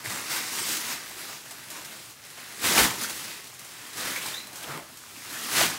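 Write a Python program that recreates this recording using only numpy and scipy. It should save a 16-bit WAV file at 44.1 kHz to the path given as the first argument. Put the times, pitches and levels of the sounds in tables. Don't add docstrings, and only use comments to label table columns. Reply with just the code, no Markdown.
import sys
import numpy as np
from scipy import signal
from scipy.io import wavfile
from scipy.ndimage import uniform_filter1d

SR = 44100
rng = np.random.default_rng(int(sys.argv[2]) if len(sys.argv) > 2 else 0)


def master(y):
    cut = np.clip(np.atleast_2d(y).T, -1, 1)
    pcm = np.round(cut * 32767)
    wavfile.write(sys.argv[1], SR, pcm.astype(np.int16))


N = 254891
TIME_S = np.arange(N) / SR
SLOW_S = np.arange(0, N + 32, 32) / SR


def undb(db):
    return 10 ** (np.asarray(db) / 20)


def unit(x):
    return x / np.sqrt(np.mean(x ** 2))


def band(x, lo_hz, hi_hz, order=2):
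    edges_hz = [lo_hz, min(hi_hz, .49 * SR)]
    return signal.sosfilt(signal.butter(order, edges_hz, "band", fs=SR, output="sos"), x)


def walk(rate_hz):
    hold = max(int(1 / rate_hz / SLOW_S[1]), 1)
    steps = np.repeat(rng.standard_normal(len(SLOW_S)), hold)[:len(SLOW_S)]
    return unit(uniform_filter1d(uniform_filter1d(steps, hold), hold))


def to_audio(slow):
    return np.interp(TIME_S, SLOW_S, slow)


def on_log(hz, table):
    table_hz, db = np.transpose(table)
    return np.interp(np.log(hz), np.log(table_hz), db)


def pops(per_s, spread_db):
    count = int(per_s * N / SR)
    when, sign, size = rng.random((count, 3)).T
    impulses = np.sign(sign - .5) * undb(-spread_db * np.log(1 - size))
    return unit(np.bincount((when * N).astype(int), impulses, N))


CREASE_HZ = [200, 700, 1900, 5700, 12500]
# (frequency [Hz], relative third-octave level [dB])
FILM_DB = [(30, -35), (60, -17), (160, -4), (290, 2.5), (520, -2), (1000, 2), (2200, 2), (2900, 0.5),
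           (4200, 3), (8000, 4), (11000, 2.5), (15500, 0)]


def crackle():
    sizes_db = tugs()
    avalanche_db = 0.58 * walk(35) + 0.83 * walk(120)
    broad, bright, out = pops(3000, 3.2), pops(900, 2.2), 0
    for hz in 31 * 2 ** (np.arange(28) / 3):
        place = np.interp(np.log(hz), np.log(CREASE_HZ), np.arange(5))
        k = min(int(place), 3)
        pull_db = sizes_db[k] + (place - k) * (sizes_db[k + 1] - sizes_db[k])
        own = pops(min(.8 * hz, 6000), 1.99)
        mix = own + 0.8 * broad + 0.74 * min(hz / 9000, 1) * bright
        grains = unit(band(mix, hz * 2 ** (-1 / 6), hz * 2 ** (1 / 6)))
        level_db = pull_db + on_log(hz, FILM_DB) + avalanche_db + 0.9 * walk(14)
        out = out + grains * to_audio(undb(level_db))
    return undb(-6.5) * out


# (start of hold [s], relative level [dB], swell [dB/s], hold [s],
# fade before FADE_SHARE [dB/s], fold extra before FOLD_SHARE [dB], small-crease extra before SMALL_SHARE [dB])
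TUGS = [(.005, -48.5, 100, .03, 103, 7, -2.5), (0.056, -38.5, 600, .03, 80, 2.5, -2.5),
        (0.11, -39.5, 196, 0.045, 60, 2.5, -1), (0.311, -32.5, 165, .07, 106, -4, -1),
        (0.565, -38.5, 56, 0.021, 100, -0.5, 1.5), (0.687, -36, 62, 0.064, 102, -5.5, 3),
        (0.907, -34, 75, 0.02, 187, -2.5, -1), (1.02, -45.5, 100, 0.037, 40, -1.5, -1.5),
        (1.21, -45, 68, 0.12, 154, -0.5, 0.5), (1.51, -49.5, 78, 0.041, 40, 1, 0.5),
        (1.63, -50.5, 80, 0.037, 83, -2.5, -2.5), (1.71, -44.5, 300, 0.049, 60, 3, -2),
        (1.933, -49, 80, 0.038, 93, 1, -0.5), (2.067, -54.5, 80, 0.043, 200, -2, 2.5),
        (2.25, -56, 300, .05, 200, 2, -1), (2.38, -48.5, 82, .03, 60, -6, -4),
        (2.475, -47.5, 64, 0.067, 50, -1.5, -1.5), (2.648, -29.5, 352, 0.065, 100, 1.5, 1.5),
        (2.779, -22.5, 197, 0.038, 141, 4, 0.5), (3.009, -39, 105, 0.032, 116, 3, 1),
        (3.14, -42.5, 100, 0.053, 65, -0.5, 1.5), (3.252, -43, 150, .03, 60, -1.5, -1),
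        (3.6, -53.5, 60, .05, 40, 0, 0), (3.764, -49.5, 86.5, .16, 50, -1, -2),
        (3.996, -38.5, 253, 0.044, 45, 5, -1.5), (4.114, -35.5, 63, 0.057, 150, -4.5, -3),
        (4.261, -37.5, 120, 0.024, 82, -0.5, 0), (4.577, -55, 150, 0.027, 200, -18, 7.5),
        (4.696, -41, 77, 0.042, 113, 12, -5), (4.933, -59, 41, 0.076, 30, 2.5, 2),
        (5.17, -53.5, 47, 0.046, 40, 2, -1), (5.35, -41.5, 66, 0.088, 30, 1, -1.5),
        (5.473, -45.5, 50, .03, 48, -12, 5), (5.573, -26, 185, 0.012, 121, -5.5, -1),
        (5.611, -26.5, 150, .015, 116, 3.5, 0)]
CREASE_DB = [-10, -8, -0.5, -0.5, 0.5]
FOLD_SHARE = [0.77, 0.66, 0, 0, 0.068]
SMALL_SHARE = [1.3, 0.047, 0, 1.1, 1.1]
FADE_SHARE = [.9, .95, 1.0, 1.05, 1.15]


def tugs():
    s, db, swell, hold_s, fade, fold_db, small_db = np.transpose(TUGS)[:, :, None]
    rise_db = swell * np.maximum(s - SLOW_S, 0)
    fall_db = fade * np.maximum(SLOW_S - s - hold_s, 0)
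    levels_db = []
    for size_db, fold, small, quick in zip(CREASE_DB, FOLD_SHARE, SMALL_SHARE, FADE_SHARE):
        each_db = db - rise_db - quick * fall_db + fold * fold_db + small * small_db
        total = np.sqrt(np.sum(undb(each_db) ** 2, axis=0))
        levels_db.append(size_db + 20 * np.log10(total + 1e-9))
    return levels_db


# (time [s], tick peak [dB], body peak relative to tick [dB])
SNAPS = [(0.042, -31, -18), (0.0995, -23, -13), (0.6629, -25, -19), (0.718, -20, -25), (0.769, -19, -15),
         (1.284, -34, -3.5), (1.454, -35, -3), (1.509, -30.5, -8), (1.703, -28, -21), (1.848, -27, -26),
         (1.924, -34, -8), (2.099, -34, -28), (2.249, -35, -16), (2.3027, -34, -19), (2.374, -36, -0.5),
         (2.62, -28, -8), (2.6399, -26.5, 2.5), (2.777, -21, 6), (3.012, -19, -12), (3.035, -16.5, -29),
         (3.0969, -20.5, -9), (3.442, -33, -15), (3.4708, -32, -16), (3.5473, -36, -9), (3.593, -30, -23),
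         (3.647, -33, -7), (3.7194, -36.5, -19), (3.97, -29, -16), (3.9782, -24, -9), (4.26, -24.5, -17),
         (4.4697, -34.5, -7), (4.5296, -32, -13), (4.557, -28, -19), (4.6278, -29, -16), (4.9721, -32, -28),
         (5.03, -38, -25), (5.112, -44, -18), (5.4316, -26.5, -11), (5.5356, -25, -3)]
SPLUTTER_S = 0.016


def snaps():
    out, t = np.zeros(N + 2048), np.arange(2048) / SR
    for s, db, body_db in SNAPS:
        noise = rng.standard_normal((3, len(t)))
        fade = np.exp(-t / SPLUTTER_S) * np.minimum(t / 0.0021, 1)
        envelope = 0.5 * np.exp(-t / 0.00077) + 0.29 * np.abs(noise[2]) * fade
        tick = band(noise[0] * envelope, 3100, 11000, order=1)
        body = band(noise[1] * fade, 460, 2400)
        snap = tick / np.abs(tick).max() + undb(body_db) * body / np.abs(body).max()
        i = int(s * SR)
        out[i:i + len(t)] += undb(db) * snap
    return out[:N]


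# (time [s], centre [Hz], burst length [s], rms over twice that length [dB])
CRUMPLES = [(.045, 109, 0.03, -47), (0.574, 2190, 0.024, -43), (1.288, 700, 0.025, -55),
            (1.746, 1110, 0.054, -53), (2.755, 59.3, 0.07, -46), (2.777, 2560, 0.0071, -25),
            (3.033, 1480, 0.022, -39), (4.1, 245, 0.011, -44), (4.15, 2200, 0.041, -42.5),
            (4.244, 960, 0.034, -47), (4.635, 3020, 0.013, -44), (4.691, 1290, 0.035, -43.5),
            (4.669, 136, 0.11, -51), (5.33, 1700, .05, -50), (5.625, 153, 0.056, -46),
            (5.609, 694, 0.011, -29.5), (5.61, 60, 0.054, -61)]


def crumples():
    out = np.zeros(N + SR)
    for s, hz, length_s, db in CRUMPLES:
        i, n = int(s * SR), int(length_s * SR)
        noise = rng.standard_normal(SR // 4)[:n]
        burst = np.r_[noise * np.sqrt(np.hanning(n)), np.zeros(n)]
        out[i:i + 2 * n] += undb(db) * unit(band(burst, hz / 1.14, hz * 1.14))
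    return out[:N]


# (multiple of slip rate [1], relative level [dB])
SQUEAK_PARTIALS = [(1, -9), (2, 3), (3, -18)]
SQUEAK_START_S, SQUEAK_PEAK_S, SQUEAK_END_S = 4.325, 4.382, 4.485
SLIP_START_HZ, SLIP_END_HZ, SLIP_SETTLE_S = 1680, 2050, .038
SQUEAK_REL_DB, SQUEAK_SWELL_DB_S = -42.5, 88
SQUEAK_DROP_DB, SQUEAK_DROP_S, SQUEAK_FADE_DB_S = 10, .015, 110


def squeak():
    since_s = np.maximum(SLOW_S - SQUEAK_START_S, 0)
    after_s = SLOW_S - SQUEAK_PEAK_S
    slip_hz = SLIP_END_HZ - (SLIP_END_HZ - SLIP_START_HZ) * np.exp(-since_s / SLIP_SETTLE_S)
    swell_db = SQUEAK_SWELL_DB_S * np.minimum(after_s, 0)
    drop_db = SQUEAK_DROP_DB * np.clip(after_s / SQUEAK_DROP_S, 0, 1)
    trail_db = SQUEAK_FADE_DB_S * np.maximum(after_s - SQUEAK_DROP_S, 0)
    level_db = SQUEAK_REL_DB + swell_db - drop_db - trail_db + 3.5 * walk(200)
    phase = 2 * np.pi * np.cumsum(to_audio(slip_hz * (1 + 0.0312 * walk(600)))) / SR
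    edge_s = np.minimum(SLOW_S - SQUEAK_START_S, SQUEAK_END_S - SLOW_S)
    fade = np.clip(edge_s / 0.0055, 0, 1)
    tone = sum(undb(db) * np.sin(k * phase) for k, db in SQUEAK_PARTIALS)
    return np.sqrt(2) * tone * to_audio(fade * undb(level_db))


ROOM_T60_S, ROOM_DB = 0.25, -9


def room(x):
    hop, t = 3072, np.arange(10240) / SR
    onset = np.clip(t / 0.0052 - .5, 0, 1)
    padded = np.r_[np.zeros(hop), x, np.zeros(hop)]
    wet = np.zeros(N + 4 * hop + len(t))
    for i in range(0, N + 1, hop):
        noise = rng.standard_normal(len(t))
        low = uniform_filter1d(noise, size=7)
        tail = onset * (low + 0.85 * (noise - low)) * undb(-60 * t / ROOM_T60_S)
        tail = tail / np.sqrt(np.sum(tail ** 2))
        piece = padded[i:i + 2 * hop]
        window = np.sqrt(np.hanning(2 * hop))[:len(piece)]
        echo = signal.fftconvolve(piece * window, tail)
        wet[i:i + len(echo)] += echo
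    return x + undb(ROOM_DB) * wet[hop:hop + N]


# (frequency [Hz], half-octave level before flicker [dB])
AIR_DB = [(40, -93), (90, -74), (300, -68), (600, -67.5), (1500, -60.5), (4000, -58.5), (9000, -56),
          (15000, -59.5)]
HUM_HZ, HUM_WIDTH_HZ, HUM_DB = 124.4, 30, -63


def background():
    settle_walk, air = walk(12) + 0.28 * walk(40), 0
    for hz in 40 * 2 ** (np.arange(18) / 2):
        grains = unit(band(pops(min(hz, 8000), 2.6), hz * 2 ** (-1 / 4), hz * 2 ** (1 / 4)))
        flicker_db = 1.04 * min(hz / 3000, 1) * settle_walk
        air = air + grains * to_audio(undb(on_log(hz, AIR_DB) + flicker_db))
    hum = band(rng.standard_normal(N), HUM_HZ - HUM_WIDTH_HZ / 2, HUM_HZ + HUM_WIDTH_HZ / 2, order=1)
    return air + undb(HUM_DB) * unit(hum)


def scene():
    film = crackle() + snaps() + crumples() + squeak()
    mono = room(film) + background()
    return np.array([mono, mono])


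TOP_HZ = 15750


def record(dry):
    return signal.sosfilt(signal.ellip(12, .2, 80, TOP_HZ, fs=SR, output="sos"), dry)


dry = scene()
out = record(dry)
master(out)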